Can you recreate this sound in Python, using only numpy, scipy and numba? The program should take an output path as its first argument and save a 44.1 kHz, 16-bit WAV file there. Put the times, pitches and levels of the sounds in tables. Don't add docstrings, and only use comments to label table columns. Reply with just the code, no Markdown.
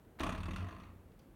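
import sys
import numpy as np
from scipy import signal
from scipy.fft import rfft, irfft
from scipy.io import wavfile
from scipy.ndimage import uniform_filter1d
from numba import njit

SR = 44100
rng = np.random.default_rng(int(sys.argv[2]) if len(sys.argv) > 2 else 0)


def volts_from_decibels(level):
    exponent = np.asarray(level, float) / 20
    return 10 ** exponent


def output_pcm(signal):
    pcm = np.clip(np.atleast_2d(signal).T, -1, 1) * 32767
    wavfile.write(sys.argv[1], SR, np.round(pcm).astype(np.int16))


N = 59535
RELEASE_S, SWINGS = 0.204, 22


def band(x, hz, width_hz):
    return signal.lfilter(*signal.iirpeak(hz, hz / width_hz, SR), x)


def ring(x, modes):
    out = 0
    for hz, db, t60 in modes:
        pole = np.exp((2j * np.pi * hz - np.log(1000) / t60) / SR)
        out = out + volts_from_decibels(db) * signal.lfilter([1], [1, -pole], x).imag
    return out


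def fade(x, t60):
    return signal.lfilter([1], [1, -np.exp(-np.log(1000) / t60 / SR)], x)


def spikes(times, gain):
    return np.bincount((times * SR).astype(int), gain, N)[:N]


# frequency in Hz, level in dB per Hz.
AIR_SPECTRUM = [(20, -14), (40, 1), (170, -7), (363, -10.5), (754, -19.5), (2100, -31), (5500, -43.5),
                (16000, -39.5)]


def air():
    hz = np.arange(N // 2 + 1) * SR / N + 1
    table_hz, table_db = np.array(AIR_SPECTRUM).T
    shape_db = np.interp(np.log(hz), np.log(table_hz), table_db)
    noise = irfft(rfft(rng.standard_normal(N)) * volts_from_decibels(shape_db), N)
    level_db = -59.5
    return noise * volts_from_decibels(level_db) / noise.std()


# start in seconds, level in dB, centre in Hz, width in Hz, t60 in seconds.
TOUCHES = [
    (0.188, -48.5, 830, 1390, 1),
    (0.192, -69, 3000, 3000, 0.23),
    (.1942, -55.5, 13400, 8850, 0.0056),
    (0.1975, -42, 2700, 2530, 0.023),
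    (1.1185, -70, 2400, 1930, .06),
    (1.193, -67.5, 4600, 900, 0.061),
    (1.192, -66.5, 5900, 1010, 0.034),
    (1.192, -69, 2800, 1500, 0.095),
    (1.19, -76.5, 12100, 9000, .05),
]


def touches():
    out = 0
    for start, db, hz, width_hz, t60 in TOUCHES:
        envelope = fade(spikes(np.array([start]), volts_from_decibels([db + 10])), t60)
        scratch = envelope * rng.standard_normal(N)
        out = out + band(band(scratch, hz, width_hz), hz, width_hz)
    return out


# time in seconds, rate in swings per second.
SWING_RATE = [(.205, 15.89), (.29, 17.37), (.42, 18.78), (.55, 20.66), (.64, 24.02), (.73, 25.27),
              (.81, 29.35), (1., 30.97)]
# time in seconds, share (0-1) of the swing at which the far-side clack falls.
OFF_CENTRE = [(.2, .48), (.29, .46), (.46, .46), (.51, .49), (.56, .56), (.6, .52), (.645, .45), (.9, .46)]


def clack_times():
    t = np.arange(N) / SR
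    rate = np.interp(t, *np.array(SWING_RATE).T) * (t > RELEASE_S)
    turns = np.cumsum(rate) / SR
    near = np.interp(np.arange(SWINGS) + 1e-9, turns, t)
    step = np.append(np.diff(near), near[-1] - near[-2])
    far = near + step * np.interp(near + step / 2, *np.array(OFF_CENTRE).T)
    return np.ravel([near, far], "F"), np.tile([0, 1], SWINGS)


# time in seconds, coil clack in dB, knock on the panel in dB, push on the door in dB.
STRENGTH = [(0.198, -33, -23.5, -28), (0.258, -36.5, -22.5, -23), (.295, -36, -27, -55),
            (0.332, -42, -38.5, -27.5), (.4, -44, -44, -28.5), (.52, -42, -43, -25.5),
            (0.638, -47.5, -43, -27.5), (0.712, -46.5, -43, -41), (0.761, -51.5, -49.5, -38),
            (.84, -57, -54.5, -40.5), (0.929, -64, -63, -44), (1.1, -109, -97, -50.5)]
# time in seconds, extra coil dB, extra panel
# dB.
ACCENTS = [(.2347, 3, 1), (.323, 2, .1), (.4332, 4, -2), (.4567, 2, .3), (.5081, 4, 6), (.5335, 2.5, 2.5),
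           (.582, -2, 1), (.4841, -1, 14), (.5605, 10, 1), (.6855, 4, 1), (.7245, -4, 0), (.7995, 7, 0),
           (.835, 10, 0)]


def clack_levels(times, far):
    at, *levels = np.array(STRENGTH).T
    coil_db, knock_db, push_db = (np.interp(times, at, db) for db in levels)
    far_coil_db, far_push_db, scatter_db = 1, -2.5, 0.25
    coil_db = coil_db + far_coil_db * far + scatter_db * rng.standard_normal(len(times))
    push_db = push_db + far_push_db * far
    accent_db = 0
    for time, coil, panel in ACCENTS:
        hit = np.arange(len(times)) == np.argmin(abs(times - time))
        accent_db = accent_db + coil * hit
        knock_db = knock_db + panel * hit
    return coil_db, accent_db, knock_db, push_db


def coil_grit():
    clicks_per_s, scatter_db = 9000, 0.5
    luck = rng.random((3, N))
    click = (luck[0] < clicks_per_s / SR) * np.sign(luck[1] - 0.5)
    grit = click * volts_from_decibels(-scatter_db * np.log(luck[2] + 1e-9))
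    return grit / np.sqrt(uniform_filter1d(grit ** 2, size=220) + 0.1)


def chatter(times, db, t60, grit):
    rise = int(0.0011 * SR) + 1
    envelope = fade(spikes(times, volts_from_decibels(db)), t60)
    return uniform_filter1d(envelope, rise, origin=(rise - 1) // 2) * grit


def dulling(times):
    return 5.5 * (times - RELEASE_S)


# frequency in Hz, width in Hz, level in dB.
SPRING = [(954, 244, -5), (1127, 162, 3), (1238, 185, 1), (1936, 325, -5), (2340, 590, -6.5),
          (2720, 338, -3.5), (3520, 460, -12), (4450, 390, -14.5), (5920, 910, -16.5), (6880, 790, -17),
          (9000, 740, -16), (11450, 360, -16), (14000, 4300, -24)]


def spring_coils(times, coil_db, accent_db, grit):
    t60, colour_spread_db, accent_full_hz, dull_hz = 0.067, 1.5, 2640, 4480
    colour_db = colour_spread_db * rng.standard_normal((len(SPRING), len(times)))
    out = 0
    for k, (hz, width_hz, db) in enumerate(SPRING):
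        extra_db = accent_db * min(hz / accent_full_hz, 1)
        lost_db = dulling(times) * np.log2(hz / 1000)
        clack = chatter(times, coil_db + colour_db[k] + extra_db - lost_db, t60, grit)
        out = out + (-1) ** k * volts_from_decibels(db + 14) * band(clack, hz, width_hz)
    return signal.sosfilt(signal.butter(1, dull_hz, fs=SR, output="sos"), out)


# frequency in Hz, level in dB, t60 in seconds.
PANEL = [(177, -1.5, 0.16), (207, -17, 0.033), (264, -3.5, 0.32), (332.3, 1, 0.064), (357, -3.5, 0.047),
         (427, -4.5, 0.1), (518.5, -7, 0.11), (647.3, -1.5, 0.083), (695.8, -0.5, 0.099),
         (752, -5.5, 0.044), (854, -5, 0.12), (954, -7, 0.024), (1032.4, -4, 0.12), (1200.6, -6.5, 0.15)]


def door_panel(times, knock_db, grit):
    t60, edge_db = 0.032, 16.5
    knock = chatter(times, knock_db, t60, grit) + spikes(times, volts_from_decibels(knock_db + edge_db))
    return volts_from_decibels(-36.5) * ring(knock, PANEL)


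# frequency in Hz, level in dB, t60 in seconds.
DOOR = [(36.6, -7, 0.34), (74.7, -9.5, 0.42), (89.7, 3, 0.35), (175.5, -2, 0.1), (195, -4.5, 0.24),
        (208.4, -36, 0.11), (252.5, -8, 0.41), (316.4, -17, 0.57)]


def hollow_door(times, push_db):
    bump = np.hanning(int(0.003 * SR) + 2)
    push = np.convolve(spikes(times, volts_from_decibels(push_db)), bump / bump.sum())[:N]
    return volts_from_decibels(-14.5) * ring(push, DOOR)


def spring_cap(times, coil_db, grit):
    lag_s, level_db, t60 = 0.0105, -12, 0.03
    rattle = chatter(times + lag_s, coil_db + level_db - 2 * dulling(times), t60, grit)
    return band(rattle, 8840, 450)


def stopper():
    times, far = clack_times()
    coil_db, accent_db, knock_db, push_db = clack_levels(times, far)
    grit = coil_grit()
    rattle = spring_coils(times, coil_db, accent_db, grit) + spring_cap(times, coil_db, grit)
    return rattle + door_panel(times, knock_db, grit), hollow_door(times, push_db)


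@njit
def walls(x, lags, gain, damp):
    line, soft, out = np.zeros((8, 4096)), np.zeros(8), np.zeros(len(x))
    for i in range(len(x)):
        total = 0.
        for k in range(8):
            soft[k] += (1 - damp) * (gain[k] * line[k, (i - lags[k]) & 4095] - soft[k])
            total += soft[k]
            out[i] += soft[k] * (1 - 2 * (k % 2))
        for k in range(8):
            line[k, i & 4095] = x[i] + soft[k] - total / 4
    return out


def bare_room(x):
    t60, damp, level_db = 0.38, 0.64, -6
    lags = rng.integers(700, 2600, size=8)
    gain = volts_from_decibels(-60 * lags / SR / t60)
    return volts_from_decibels(level_db) * walls(x + 1e-18, lags, gain, damp)


def scene():
    rattle, door = stopper()
    near = rattle + touches()
    return (near + bare_room(near) + door + air())[None]


def top_cut(x):
    return signal.sosfilt(signal.butter(12, 16520, fs=SR, output="sos"), x)


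def record(dry):
    mic_low_hz = 30.6
    heard = signal.sosfilt(signal.butter(4, mic_low_hz, "high", fs=SR, output="sos"), dry)
    return top_cut(heard)


dry = scene()
out = record(dry)
output_pcm(out)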